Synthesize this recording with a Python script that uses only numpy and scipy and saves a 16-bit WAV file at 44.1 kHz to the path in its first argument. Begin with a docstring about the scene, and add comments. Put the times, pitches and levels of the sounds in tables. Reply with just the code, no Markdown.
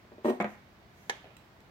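"""A gas can judders over a wooden table, sticking and slipping in dull bumps under a thin, ringing hiss.
It takes a few hard knocks as it is picked up, and fingers rub faintly on the metal.
Its nozzle clicks into the valve of a hand-held metal lighter and ticks as it settles.
Each contact is a short push plus a decaying ring, heard close up in a small, quiet room."""
import sys
import numpy as np
from scipy import signal
from scipy.fft import rfft, irfft
from scipy.io import wavfile

SR = 44100
rng = np.random.default_rng(int(sys.argv[2]) if len(sys.argv) > 2 else 0)


def transcribe(signal):
    """Save signal, clipped to [-1, 1], as a 16-bit WAV file at the path in sys.argv[1]."""
    frames = np.atleast_2d(signal).T
    limited = np.clip(frames, -1, 1)
    pcm = np.round(limited * 32767).astype(np.int16)
    wavfile.write(sys.argv[1], SR, pcm)


N = 74970
T = np.arange(N) / SR
HZ = np.fft.rfftfreq(N, 1 / SR)
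TOP_HZ = 16000

# Hits, each list with its own gain in the mix (time [s], level [dB])
TABLE_BUMPS = [(.05, -32.5), (.119, -21.5), (.131, -32), (.182, -23), (.192, -44), (.2448, -13.5),
               (.2472, -1), (.2520, -22), (.2558, 1), (.2592, -3), (.2645, -37), (.2742, -11), (.2787, -12),
               (.2822, 0), (.2846, -2), (.2872, -1.5), (.2962, -2), (.3016, -5.5), (.3095, -12),
               (.3315, -10)]
CAN_KNOCKS = [(.4019, -0.5), (0.4055, -4), (.4095, -22), (0.4171, -7), (.4245, -19), (.4444, -5.5),
              (.4482, -12.5)]
RIM_TICKS = [(.4022, -4), (.4108, -0.5), (.4236, -2), (.4446, -8)]
NOZZLE_CLICKS = [(1.0965, -1.5), (1.0979, -27), (1.0993, -12), (1.1014, -13)]
PALM_NUDGES = [(1.243, -1.5), (1.254, 0.5), (1.268, -3), (1.305, -3.5)]
SEAT_TICKS = [(1.3675, 4.5), (1.3695, 0), (1.605, -5)]
# Envelope of the rim's hiss on the wood (time [s], level [dB])
SLIDE_ENVELOPE = [(.235, -68), (.254, -47), (.28, -48), (.303, -44), (.318, -53), (.36, -60), (.4, -71)]
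# Swells of finger rub (centre [s], half width [s], level [dB])
FINGER_RUBS = [(0.51, 0.057, -64.5), (0.984, 0.054, -78), (1.056, 0.1, -66.5), (1.403, 0.021, -81)]
# Resonances of the struck parts (frequency [Hz], level [dB], t60 [s], left minus right [dB])
TABLE_MODES = [(226, -13.5, 0.15, 2), (244, -7, 0.54, 2), (339, -22, 0.091, 13), (380, -3, 0.25, 1),
               (447, -9.5, 0.13, 8), (460, -11.5, 0.19, -10), (567, -8.5, 0.062, 9), (611.5, 0, 0.12, -1.5),
               (694, -19.5, .14, -9), (832, -20.5, 0.17, 7), (929, -10.5, 0.092, 3), (1028, -13, 0.15, -8),
               (1196, -36, 0.12, 14), (1862, -20, 0.078, -20)]
RIM_MODES = [(1863, 0.5, 0.068, 9), (3030, -9, 0.019, -19), (3950, -13, 0.046, -12), (5950, -10, 0.093, -6),
             (8230, -2, 0.028, -2)]
CAN_MODES = [(210.6, -3.5, 0.34, 3), (219.3, -0.5, 0.15, 0), (353.7, -6, 0.13, 5.5), (506, -7.5, 0.24, 0),
             (588, -7, 0.13, 4), (703, -0.5, 0.11, -5), (813, -4.5, 0.1, 7), (1241, -17, 0.16, -24),
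             (1568, -20, 0.27, 8), (1638, -28, 0.2, 11), (1860, -22.5, 0.11, -7), (2246, -3.5, 0.043, -9.5),
             (2516, -29, 0.023, -6), (3500, -28, 0.011, -10)]
NOZZLE_MODES = [(304, -14, 0.036, -4), (395, -28, 0.67, -1), (506, -23, 0.098, 7), (660, -22, .06, 7),
                (817, -9, 0.096, 15), (954, -3.5, 0.072, 14), (1700, -3, .1, 15), (1729, 4, 0.087, -14),
                (2145, -4, 0.074, -21.5), (2220, -20, .06, -16), (2930, -6, 0.05, 6), (3216, -1, 0.025, -7),
                (3830, -8, 0.019, 8), (5893, -14, 0.08, -16), (6630, -12, 0.03, 33), (8450, -15, 0.05, 2)]
SEAT_MODES = [(2640, -20, 0.025, 3), (3960, 2, .02, -13), (7550, 3, 0.013, -10), (8350, -11, 0.013, -8)]
# Tone colour of the air and of each contact (frequency [Hz], relative level [dB])
AIR_COLOUR = [(15, -50), (25, -41), (43, -8), (64, -6), (110, -3.5), (156, -6), (188, -3.5), (260, -10.5),
              (331, -9.5), (537, -15.5), (598, -12), (970, -14.5), (1530, -17), (1710, -17.5),
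              (2170, -19.5), (2700, -23.5), (4750, -28.5), (9810, -43), (15500, -36.5)]
TABLE_COLOUR = [(60, -52), (140, -7), (230, 6.5), (500, 0), (1100, -12), (1600, -31), (2400, -29),
                (4500, -33), (9000, -63), (16000, -57)]
SLIDE_COLOUR = [(200, -19), (1500, 15), (3000, 8.5), (5000, -2), (7600, -4), (8400, -9), (9200, -12),
                (11000, -4.5), (13500, -6.5), (16000, -12)]
CAN_COLOUR = [(60, -15), (160, -1), (400, 0.5), (700, 3), (1200, -3.5), (2350, -4), (2850, -22),
              (3700, -20.5), (4700, -35), (9000, -39), (16000, -58)]
RIM_COLOUR = [(200, -11), (2000, 11), (4800, -6), (6800, 2), (8800, -13.5), (10500, -6), (13000, -9),
              (16000, -14)]
RUB_COLOUR = [(200, -23), (2000, 8), (4500, -6), (6500, 2), (8500, -11), (11000, -7.5), (13500, -5),
              (16000, -13)]
NOZZLE_COLOUR = [(80, -53), (250, -25), (500, 4), (800, 4.5), (1250, -26), (1900, 11), (2700, -9.5),
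                 (3500, -4), (4900, -7), (6600, -6), (7800, -17.5), (11000, -22), (15000, -24),
                 (16500, -29)]
RADIATED_COLOUR = [(100, -1), (400, 4.5), (800, 5.5), (1300, 0), (2000, 0.5), (2700, -5), (3400, -1),
                   (5000, -12.5), (6700, -12.5), (8500, -22.5), (15000, -36)]  # the click the whole can sends into the room
NUDGE_COLOUR = [(100, -35), (300, -6.5), (700, -3.5), (1200, -26.5), (3000, -12), (16000, -45)]
TICK_COLOUR = [(200, 14), (1500, -2), (2600, 11), (5500, -4), (7500, -1.5), (9200, -14), (11000, -3),
               (15500, -8)]
# Stereo likeness of air, contact noise and reverb (frequency [Hz], left-right correlation [-1 to 1])
AIR_LIKENESS = [(60, 0.75), (130, 1), (290, 0.81), (640, 0.55), (1400, 0), (16000, 0.051)]
CONTACT_LIKENESS = [(200, 0.87), (500, 1), (900, 0.3), (1500, -0.49), (3000, -0.34), (16000, 0.16)]
REVERB_LIKENESS = [(200, 0.85), (600, 0.75), (1400, 0), (16000, 0)]
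# Stereo balance of the room and of contact noise (frequency [Hz], left minus right [dB])
ROOM_PAN = [(60, 0), (200, 1), (400, -2), (1300, -0.5), (2400, -4.5), (4400, -3), (8000, -1.5), (15000, .5)]
CONTACT_PAN = [(200, -1), (700, -0.5), (1800, -1), (3000, -5), (6000, 0.5), (8500, -9.5), (13000, 3.5)]
# Reverb decay by band (frequency [Hz], t60 [s])
ROOM_T60 = [(150, 0.24), (500, 0.29), (1200, 0.46), (3000, 0.55), (7000, 0.36), (16000, 0.6)]


def amp(db):
    """Decibels to gain."""
    return 10 ** (np.asarray(db) / 20)


def curve(points, hz=HZ):
    """A table interpolated on a log-frequency axis."""
    frequency, value = np.transpose(points)
    return np.interp(np.log(hz + 1), np.log(frequency + 1), value)


def unit(x):
    """Scales to a mean energy of one per channel."""
    return x / np.sqrt(np.mean(np.sum(x ** 2, -1)) + 1e-20)


def fade(t60):
    """Exponential decay, 60 dB down after t60 seconds."""
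    return np.exp(-np.log(1000) * T / t60)


def pan(db):
    """Left and right gains, db apart."""
    return amp(np.array([[.5], [-.5]]) * db)


def convolve(a, b):
    """Convolution cut to the length of the scene."""
    return signal.fftconvolve(np.atleast_2d(a), np.atleast_2d(b), axes=1)[:, :N]


def noise(colour, likeness=CONTACT_LIKENESS, balance=CONTACT_PAN):
    """Stereo noise of rms one with a given colour, likeness and balance."""
    left, independent = rfft(rng.standard_normal((2, N)))
    correlation = np.clip(curve(likeness), -1, 1)
    right = correlation * left + np.sqrt(1 - correlation ** 2) * independent
    spectrum = np.array([left, right]) * amp(curve(colour)) * pan(curve(balance))
    return unit(irfft(spectrum, N)) * np.sqrt(N)


def pulse(colour):
    """The attack of a hit: one minimum-phase push with the given colour."""
    hz = abs(np.fft.fftfreq(4096, 1 / SR))
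    log_gain = np.log(amp(curve(colour, hz)))
    spectrum = np.exp(np.conj(signal.hilbert(log_gain)))
    return unit(np.fft.ifft(spectrum).real)


def ring(modes):
    """Damped sines of a struck object."""
    return -sum(amp(db) * pan(side) * fade(t60) * np.sin(2 * np.pi * hz * T)
                for hz, db, t60, side in modes)


def from_left(x, leftward):
    """Sound from the left reaches the right channel later, by 0.88 ms at leftward = 1."""
    delay_s = np.array([[0], [leftward * 0.00088]])
    return irfft(rfft(x) * np.exp(-2j * np.pi * HZ * delay_s), N)


def add(mix, start_s, sound):
    """Lays a sound into the mix."""
    part = mix[:, round(start_s * SR):][:, :sound.shape[-1]]
    part += sound[..., :part.shape[1]]


def strike(hits, colour, push_db, wash_db, wash_t60, leftward,
           modes=(), modes_db=0, band_hz=(150, TOP_HZ)):
    """Each hit is a push, any clear modes of the object and a short wash of its dense modes."""
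    direct, wash = np.zeros((2, N)), np.zeros((2, N))
    push = pulse(colour)
    body = ring(modes) * np.ones((2, N))
    grain = noise(colour)
    decay = unit(fade(wash_t60))
    for start_s, db in hits:
        add(direct, start_s, -amp(db + push_db) * push)
        add(direct, start_s, amp(db + modes_db) * body)
        fresh_grain = np.roll(grain, rng.integers(N), axis=1)
        add(wash, start_s, amp(db + wash_db) * decay * fresh_grain)
    # Size limits the bass, softness the treble.
    band = signal.butter(3, band_hz, "band", fs=SR, output="sos")
    return signal.sosfilt(band, from_left(direct, leftward) + wash)


def reverb(x, onset_s=0.0051):
    """A small room's tail, each band dying at its own speed."""
    white = rfft(noise([(20, 0), (20000, 0)], REVERB_LIKENESS, ROOM_PAN))
    centres_hz, t60s = np.transpose(ROOM_T60)
    tail = np.zeros((2, N))
    for weights, t60 in zip(np.eye(len(t60s)), t60s):
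        band = curve(list(zip(centres_hz, weights)))
        tail += irfft(white * band, N) * fade(t60)
    build_up = np.minimum(T / onset_s, 1) ** 2
    return convolve(x, unit(tail * build_up))


def room_tone():
    """Still air: a faint, steady bed of dark noise."""
    return amp(-57.5) * noise(AIR_COLOUR, AIR_LIKENESS, ROOM_PAN)


def judder():
    """The can sticks and slips on the table: dull bumps under a thin hiss that sets the rim singing."""
    bumps = strike(TABLE_BUMPS, TABLE_COLOUR, push_db=-11.5, wash_db=-4, wash_t60=0.18, leftward=0.31,
                   modes=TABLE_MODES, modes_db=-29.5, band_hz=(211, 2480))
    hiss = noise(SLIDE_COLOUR)
    singing = amp(-7) * convolve(rng.standard_normal((2, N)), unit(ring(RIM_MODES)))
    envelope = amp(np.interp(T, *np.transpose(SLIDE_ENVELOPE), left=-120, right=-120))
    return bumps + amp(-9) * reverb(bumps) + (hiss + singing) * envelope


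def knocks():
    """The can knocks and rebounds: a hollow body with bright rim ticks on top."""
    body = strike(CAN_KNOCKS, CAN_COLOUR, push_db=-10.5, wash_db=-1, wash_t60=0.13, leftward=0.1,
                  modes=CAN_MODES, modes_db=-31, band_hz=(144, 4100))
    rim = strike(RIM_TICKS, RIM_COLOUR, push_db=-44, wash_db=-24, wash_t60=0.017, leftward=0.21)
    return body + rim + amp(-10.5) * reverb(body + rim)


def fingers():
    """Skin slides on metal in soft swells."""
    swells = sum(amp(db) * np.exp(-((T - centre) / width) ** 2) for centre, width, db in FINGER_RUBS)
    return noise(RUB_COLOUR) * swells


def nozzle():
    """The nozzle snaps into the valve in a tight cluster of clicks; the can radiates into the room."""
    click = -strike(NOZZLE_CLICKS, NOZZLE_COLOUR, push_db=-11, wash_db=-3.5, wash_t60=0.038,
                    leftward=0.268, modes=NOZZLE_MODES, modes_db=-32.5, band_hz=(210, 15500))
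    radiated = strike(NOZZLE_CLICKS[:1], RADIATED_COLOUR, push_db=-9, wash_db=-37, wash_t60=0.02,
                      leftward=0)
    return click + reverb(radiated + amp(-20) * click)


def settling():
    """The lighter shifts softly in the palm and the nozzle ticks in its seat."""
    ticks = strike(SEAT_TICKS, TICK_COLOUR, push_db=-50, wash_db=-33.5, wash_t60=0.0094, leftward=0.14,
                   modes=SEAT_MODES, modes_db=-66.5)
    nudges = strike(PALM_NUDGES, NUDGE_COLOUR, push_db=-30.5, wash_db=-24, wash_t60=0.047,
                    leftward=0.14, band_hz=(150, 2550))
    return ticks + nudges + amp(-3.5) * reverb(ticks + nudges)


def scene():
    """Can, lighter and fingers over the room tone."""
    return judder() + knocks() + nozzle() + settling() + fingers() + room_tone()


def record(dry):
    """A steep low-pass takes the very top off the mix."""
    low_pass = signal.firwin(511, TOP_HZ, window=("kaiser", 9), fs=SR)
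    return signal.oaconvolve(dry, low_pass[None], "same")


dry = scene()
out = record(dry)
transcribe(out)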